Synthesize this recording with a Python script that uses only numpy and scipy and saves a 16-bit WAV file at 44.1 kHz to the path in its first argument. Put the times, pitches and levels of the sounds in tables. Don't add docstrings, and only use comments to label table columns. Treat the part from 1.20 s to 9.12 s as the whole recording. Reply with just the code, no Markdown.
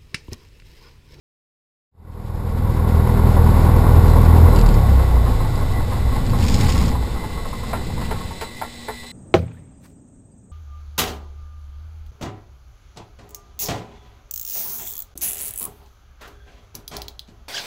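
import sys
import numpy as np
from scipy import signal
from scipy.fft import rfft, irfft, next_fast_len
from scipy.io import wavfile
from scipy.ndimage import map_coordinates

SR = 44100
rng = np.random.default_rng(int(sys.argv[2]) if len(sys.argv) > 2 else 0)


def boost(x):
    u = np.asarray(x, float) / 20
    return 10 ** u


def persist_wave(psi):
    counts = np.round(np.clip(psi, -1, 1) * 32767).astype(np.int16)
    wavfile.write(sys.argv[1], SR, np.atleast_2d(counts).T)


N = 349139

# frequency in Hz, density in dB per Hz.
RUMBLE = [(7, -38), (14, -35), (38, -2), (64, 1), (96, 1), (120, -4), (184, -5.5), (254, -6), (300, -19),
          (380, -19.5), (500, -19), (840, -120)]
# frequency in Hz, density in dB per Hz.
THUMP = [(210, -36), (350, -11.5), (900, 0.5), (1080, -5), (1220, -12.5), (1370, -12), (2020, -10.5),
         (2800, -29), (3500, -25), (4550, -53), (7700, -120)]
CYLINDERS = [-0.22, -2.3, -1.3, -0.25]


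def unit(x):
    return x / np.sqrt(np.mean(x ** 2) + 1e-20)


def along(points, hz):
    f, v = np.transpose(points)
    return np.interp(np.log(hz + 1), np.log(f + 1), v)


def curve(rows):
    s, value = np.transpose(rows)
    return np.interp(np.arange(N) / SR, s, value)


def wobble(rate_hz):
    coarse = np.arange(0, N + 16, 16)
    knots = rng.standard_normal(int(N * rate_hz / SR) + 4)
    return np.interp(np.arange(N), coarse, map_coordinates(knots, [coarse * rate_hz / SR]))


def coloured(x, spectrum):
    m = next_fast_len(N + 8192)
    gain = boost(along(spectrum, np.fft.rfftfreq(m, 1 / SR)))
    return unit(irfft(rfft(x, m) * gain, m)[:N])


def add(track, s, sound):
    part = track[round(s * SR):][:len(sound)]
    part += sound[:len(part)]


def ring(modes, seconds, attack):
    t = np.arange(int(seconds * SR)) / SR
    phase = rng.uniform(0, 2 * np.pi, len(modes))
    total = sum(boost(db - 60 * t / t60) * np.sin(2 * np.pi * hz * t + p)
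                for (hz, db, t60), p in zip(modes, phase))
    return (1 - np.exp(-t / attack)) * total


def bursts(events, t60, attack, spectrum):
    envelope, t = np.zeros(N), np.arange(SR // 6) / SR
    for s, db in events:
        add(envelope, s, boost(db - 60 * t / t60) * (1 - np.exp(-t / attack)))
    return envelope * coloured(rng.standard_normal(N), spectrum)


def strokes_db(turns, scatter_db):
    strokes = np.arange(int(turns[-1]) + 3)
    strength = scatter_db * rng.standard_normal(len(strokes)) + np.resize(CYLINDERS, len(strokes))
    return np.interp(turns, strokes, strength)


def puffs(turns, depth_db, scatter_db, lag):
    swell = depth_db * np.cos(2 * np.pi * (turns - lag))
    return boost(swell + strokes_db(turns - lag, scatter_db)) * rng.standard_normal(N)


def airframe_db(hz):
    # centre in Hz, width in Hz, level in dB.
    resonances = [(25.7, 6.9, -16), (38.06, 4, -11), (59.9, 2.7, -5.5), (64.6, 6.2, -9.5),
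                  (84.53, 9.1, -11), (100, 14.4, -11)]
    f = hz[::64]
    response = sum(boost(db) * 1j * f * w / (c * c - f * f + 1j * f * w) for c, w, db in resonances)
    return np.interp(np.arange(N), np.arange(0, N, 64), 20 * np.log10(np.abs(response)))


def shaft_order(turns, coast, k, slip):
    return -np.cos(2 * np.pi * (k * turns + coast * rng.random()) + slip * wobble(3.06))


def suction_throb(rate, turns, coast, slowed, shake_rel_db):
    order_db = [-2, -0.4, -5.5, -7]
    unfired_db = [1.5, -2, -3, -0.5]
    fuel_cut_s, last_firing_s = 3.3, .06
    unfired = np.clip((np.arange(N) / SR - fuel_cut_s) / last_firing_s, 0, 1)
    loose = np.clip(-slowed - .5, 0, 1)
    push_db = 7.5 * slowed + .35 * shake_rel_db
    throb = np.zeros(N)
    for k, db, cut_db in zip((1, 2, 3, 4), order_db, unfired_db):
        level_db = db + cut_db * unfired + push_db + airframe_db(k * rate)
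        level_db = level_db + (1.5 + 2.2 * loose) * wobble(16)
        throb += np.sqrt(2) * boost(level_db) * shaft_order(turns, coast, k, slip=0.29 + .7 * loose)
    return throb * boost(.55 * strokes_db(turns, scatter_db=1.6))


def airframe_shake(rate, turns, coast, shake_db):
    # multiple of the stroke rate, level in dB.
    upper_orders = [(.5, 12), (1.5, -5), (2.5, 7.5), (3.5, -9), (4.5, -3.5), (5, 9), (5.5, 0.5), (6, 5),
                    (7, 0), (8, -9), (9, -13), (10, -6.5), (12, -14.5)]
    # frequency in Hz, gain in dB.
    boom = [(15, 2), (40, -22), (60, 7), (80, -4.5), (100, 5.5), (125, 10.5), (150, -0.5), (200, 0),
            (300, -3.5), (500, 14.5)]
    # frequency in Hz, density in dB per Hz.
    mounts = [(20, -36), (45, -1), (70, 11), (120, 1), (190, -26.5)]
    orders = sum(boost(db + along(boom, k * rate) + 1.94 * wobble(10)) * shaft_order(turns, coast, k, slip=0.82)
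                 for k, db in upper_orders)
    rumble = coloured(puffs(turns, depth_db=-0.5, scatter_db=0.0, lag=.1), RUMBLE)
    rocking = coloured(puffs(turns, depth_db=2.0, scatter_db=4.0, lag=0.48), mounts)
    shake = boost(-9.5 - 2.8 * coast) * orders
    shake += boost(2.5 + 1.2 * coast) * rumble
    shake += boost(-3) * (0.59 + 0.63 * coast) * rocking
    return boost(shake_db) * shake


def panel_buzz(turns, coast, slowed, shake_rel_db):
    # frequency in Hz, density in dB per Hz.
    panels = [(180, -42), (300, 1.5), (378, -2.5), (486, 1), (650, -6), (755, -2.5), (942, -3),
              (1020, -8.5), (1090, -0.5), (1230, -14), (1440, -10), (1590, -17.5), (2020, -19),
              (2190, -20.5), (3300, -41), (4290, -65), (7260, -120)]
    # frequency in Hz, density in dB per Hz.
    cowling = [(700, -21), (860, -8), (960, 5.5), (1080, -1.5), (1300, -28)]
    buzz_db = -26.5 + 5 * slowed + 0.29 * shake_rel_db
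    noise = puffs(turns, depth_db=1.0, scatter_db=0.13, lag=0.011)
    buzz = boost(buzz_db + 1.65 - 1.84 * coast + 0.36 * wobble(14)) * coloured(noise, panels)
    cam_db = 5.0 * np.cos(2 * np.pi * (turns + 0.64) / len(CYLINDERS))
    firing_db = 6 * np.cos(2 * np.pi * (turns - .05))
    cam = boost(cam_db + firing_db) * rng.standard_normal(N)
    chug = (1 - coast) * boost(buzz_db - 8.0) * coloured(cam, cowling)
    return buzz + chug


def engine():
    # time in seconds, rate in strokes per second.
    speed = [(.95, 40.1), (2.6, 40.3), (3.1, 40.55), (3.25, 41.2), (3.41, 38.5), (3.72, 33.1), (4.12, 27.6),
             (4.49, 23.0), (5.03, 18.6), (5.65, 15.7), (6.39, 11.7), (7.9, 3.47)]
    # time in seconds, level in dB.
    shaking = [(1, -23.5), (1.6, -22), (2.9, -24), (3.25, -22.5), (3.6, -26), (3.9, -29), (4.3, -29.5),
               (4.75, -31.5), (5.03, -26.5), (5.42, -20), (5.65, -22.5), (5.85, -31.5), (6.25, -36),
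               (6.6, -31), (6.75, -28), (6.95, -32), (7.15, -39), (7.55, -48.5)]
    idle_hz, usual_db = 40, -28
    rate, shake_db = curve(speed), curve(shaking)
    slowed = np.log2(rate / idle_hz)
    turns = np.cumsum(rate) / SR + 3.85
    coast = np.clip((39 - rate) / 6, 0, 1)
    shake_rel_db = shake_db - usual_db
    motor = suction_throb(rate, turns, coast, slowed, shake_rel_db)
    motor = motor + airframe_shake(rate, turns, coast, shake_db)
    motor = motor + panel_buzz(turns, coast, slowed, shake_rel_db)
    return motor, turns, coast


def gyros(coast):
    whine_hz = [1963, 2057, 1685, 2659, 2993, 3466, 3655, 3752, 3800, 3894, 4228, 4527, 5179]
    # rms level in dB, width in Hz.
    whine_rows = [(-48, 13), (-47.5, 8.8), (-64, 5), (-57, 4.4), (-56, 6.7), (-52.5, 2.5), (-51, 2.5),
                  (-58, 6.1), (-57, 4.5), (-51, 2.5), (-55, 3.7), (-56.5, 5.7), (-55, 7.6)]
    squeal_hz = [4015, 4052]
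    # time in seconds, gain in dB.
    swells = [
        (2.91, 10),
        (3.35, 9),
        (4.2, 5),
        (5.4, 6),
        (6.56, 4.5),
        (7.2, 6.5),
        (7.72, 3.5),
        (7.92, 7),
    ]
    # frequency in Hz, density in dB per Hz.
    air = [(880, -51), (1500, -13), (1770, -11), (2010, 1.5), (2180, -6), (2800, -9), (2950, -12),
           (3210, -7.5), (3900, -6.5), (4800, -5.5), (5250, -5), (5910, -3), (6200, -19), (8060, -66),
           (13600, -120)]
    # start in seconds, frequency in Hz, level in dB.
    panel_motor = (7.25, 237.3, -45.5)
    t = np.arange(N) / SR
    air_db = -46.5 + 1.5 * (1 - coast)

    worn_db = 0.95 * (t - 6) + 2.8 * wobble(14)
    whine = np.zeros(N)
    for hz, (level, width_hz) in zip(whine_hz, whine_rows):
        level_db = level + worn_db * (hz < 2500) + 0.23 * min(width_hz, 14) * wobble(21)
        whine += boost(level_db) * np.cos(2 * np.pi * hz * t + 1.04 * wobble(2 * width_hz))

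    swell_s = .08
    squeal_db = -61 + 1.35 * t + sum(db * np.exp(-((t - s) / swell_s) ** 2) for s, db in swells)
    squeal = sum(boost(squeal_db + 0.4 + 2.2 * wobble(28)) * np.cos(2 * np.pi * hz * t + 1.5 * wobble(30))
                 for hz in squeal_hz)

    hiss = boost(1.6 * wobble(18)) * coloured(rng.standard_normal(N), air)
    start_s, motor_hz, hum_db = panel_motor
    hum = np.sin(2 * np.pi * motor_hz * t + 0.55 * wobble(9))
    hum = np.clip((t - start_s) / 0.095, 0, 1) * boost(hum_db + 3.5 + 1.5 * wobble(25)) * hum
    return boost(air_db) * (boost(46.0) * whine + boost(2.5) * hiss) + squeal + hum


def trim(turns):
    # frequency in Hz, density in dB per Hz.
    chatter_tone = [(710, -43), (1200, -21.5), (1610, -9), (2120, -1), (2810, -6), (4520, -2), (5520, 2.5),
                    (5950, 3), (6200, -6), (8060, -42), (13600, -120)]
    # frequency in Hz, density in dB per Hz.
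    tick_tone = [(1500, -38), (2700, -4), (3600, -17), (4700, -1.5), (5300, -6), (5900, -10)]
    # time in seconds, peak level in dB.
    tick_rows = [(3.0512, -26), (3.3613, -17.5), (3.387, -15), (3.413, -17.5), (3.4626, -20),
                 (3.4895, -19.5), (3.5416, -24), (4.2245, -33), (4.3568, -25), (4.734, -27), (5.0659, -28),
                 (5.097, -23.5)]
    rattle_s, rise_s, hold_s, fall_s = 5.1, .17, .31, .13
    corners = np.cumsum([rattle_s - .1, .1, rise_s, hold_s, fall_s, .1])
    db = -34 - 20 * np.interp(np.arange(N) / SR, corners, [3, 1, 0, 0, .5, 3])
    db = db + 0.5 * np.cos(2 * np.pi * (turns - .3))
    grains_db = 4.5 * np.clip(wobble(300), -2, 1.6)
    chatter = boost(db + 1.4 + 2.1 * wobble(45) + grains_db) * rng.standard_normal(N)

    ticks, t = np.zeros(N), np.arange(SR // 40) / SR
    for s, peak_db in tick_rows:
        for late, loss_db in ((0, -1), (.006, -7)):
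            add(ticks, s + late, boost(peak_db + loss_db - 60 * t / 0.013) * rng.standard_normal(len(t)))
    return chatter.std() * coloured(chatter, chatter_tone) + ticks.std() * coloured(ticks, tick_tone)


def knocks():
    # time in seconds, peak level in dB.
    upper = [(3.728, -31), (3.793, -21), (3.853, -39), (3.958, -30), (4.061, -20.5), (4.202, -21),
             (4.718, -21.5), (4.919, -23.5), (5.131, -19.5), (5.243, -24), (5.485, -20), (5.552, -21),
             (5.613, -22), (5.75, -22), (5.959, -24), (6.174, -25.5), (6.252, -24.5), (6.329, -25),
             (6.43, -25.5), (6.533, -20), (6.777, -27), (6.81, -24.5), (6.956, -25), (7.007, -27.5)]
    # time in seconds, peak level in dB.
    lower = [(3.633, -33), (3.913, -28), (4.247, -22), (4.408, -27), (4.602, -22.5), (4.764, -27),
             (4.959, -21), (5.191, -23), (5.299, -25), (5.428, -17.5), (5.715, -21), (5.825, -24.5),
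             (6.037, -21.5), (6.699, -27.5), (6.909, -30), (7.107, -26.5), (7.196, -39)]
    upper_hz, lower_hz, scatter = 1060, 863, 0.031
    hits = [(s, db, upper_hz) for s, db in upper] + [(s, db, lower_hz) for s, db in lower]
    out = bursts([(s, db - 10.5) for s, db, hz in hits], t60=0.13, attack=0.001, spectrum=THUMP)
    out += bursts([(s, db - 15.5) for s, db, hz in hits], t60=0.6, attack=0.0065, spectrum=RUMBLE)
    for (s, db, hz), detune in zip(hits, rng.standard_normal(len(hits))):
        hz = hz * (1 + scatter * detune)
        modes = [(hz, 0, .14), (1.2 * hz, -7, .1), (.46 * hz, -8, .07)]
        add(out, s, boost(db - 4.0) * ring(modes, .15, 0.0016))
    return out


def magnetos():
    # time in seconds, peak in dB, crack in dB, low modes in dB.
    clacks = [
        (6.53, -13, -18, -26),
        (6.813, -26.5, 3, -28),
        (6.909, -15.5, -5.5, -11),
        (7.211, -16.5, 1.5, -14),
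        (7.414, -15, -25, -24),
        (7.683, -15, -35, -17),
        (7.832, -34, -23, -9),
    ]
    # frequency in Hz, level in dB, t60 in seconds.
    case = [(432, 4.5, 0.12), (484, 0, 0.031), (695, 8.5, 0.019), (790, -7, 0.054), (900, 1, 0.088),
            (1050, -10, 0.068), (1090, -5, 0.13), (1370, -2.5, 0.097), (1830, -11, 0.16),
            (2330, -5.5, 0.066), (2720, -13, 0.035)]
    out = bursts([(row[0], row[1] - 9) for row in clacks], t60=0.15, attack=0.0011, spectrum=THUMP)
    t = np.arange(SR // 12) / SR
    for s, db, crack_db, low_db in clacks:
        for late, loss_db in ((0, -2), (.009, -2), (.019, -6), (.033, -13)):
            modes = [(hz, level + rng.normal(0, 3.2) + (low_db + 14.0) * (hz < 600), t60)
                     for hz, level, t60 in case]
            add(out, s + late, boost(db + loss_db - 16.5) * ring(modes, .12, 0.00059))
        add(out, s, boost(db + crack_db - 8.0 - 60 * t / 0.15) * rng.standard_normal(len(t)))
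    return out


def scene():
    # start in seconds, length in seconds, power of the quarter sine.
    fade_in = (0.71, 2.18, 1.5)
    motor, turns, coast = engine()
    s, length, power = fade_in
    fade = np.sin(np.pi / 2 * np.clip((np.arange(N) / SR - s) / length, 0, 1)) ** power
    return (fade * (motor + gyros(coast) + trim(turns) + knocks() + magnetos()))[None]


def top_cut(x):
    return signal.sosfilt(signal.butter(12, 15930, fs=SR, output="sos"), x)


def record(dry):
    hold_hz = 12000
    x = dry[0] / (1 + np.abs(dry[0] / 1.03) ** 5) ** (1 / 5)
    x = signal.sosfiltfilt(signal.butter(8, 5700, fs=SR, output="sos"), x)
    held = np.repeat(signal.resample_poly(x, hold_hz, SR), 4)
    x = signal.resample_poly(held, SR, 4 * hold_hz)[1:]
    x = signal.sosfiltfilt(signal.cheby2(14, 50, 15900, fs=SR, output="sos"), x)
    return top_cut(np.pad(x, (0, 9))[None, :N])


dry = scene()
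out = record(dry)
persist_wave(out)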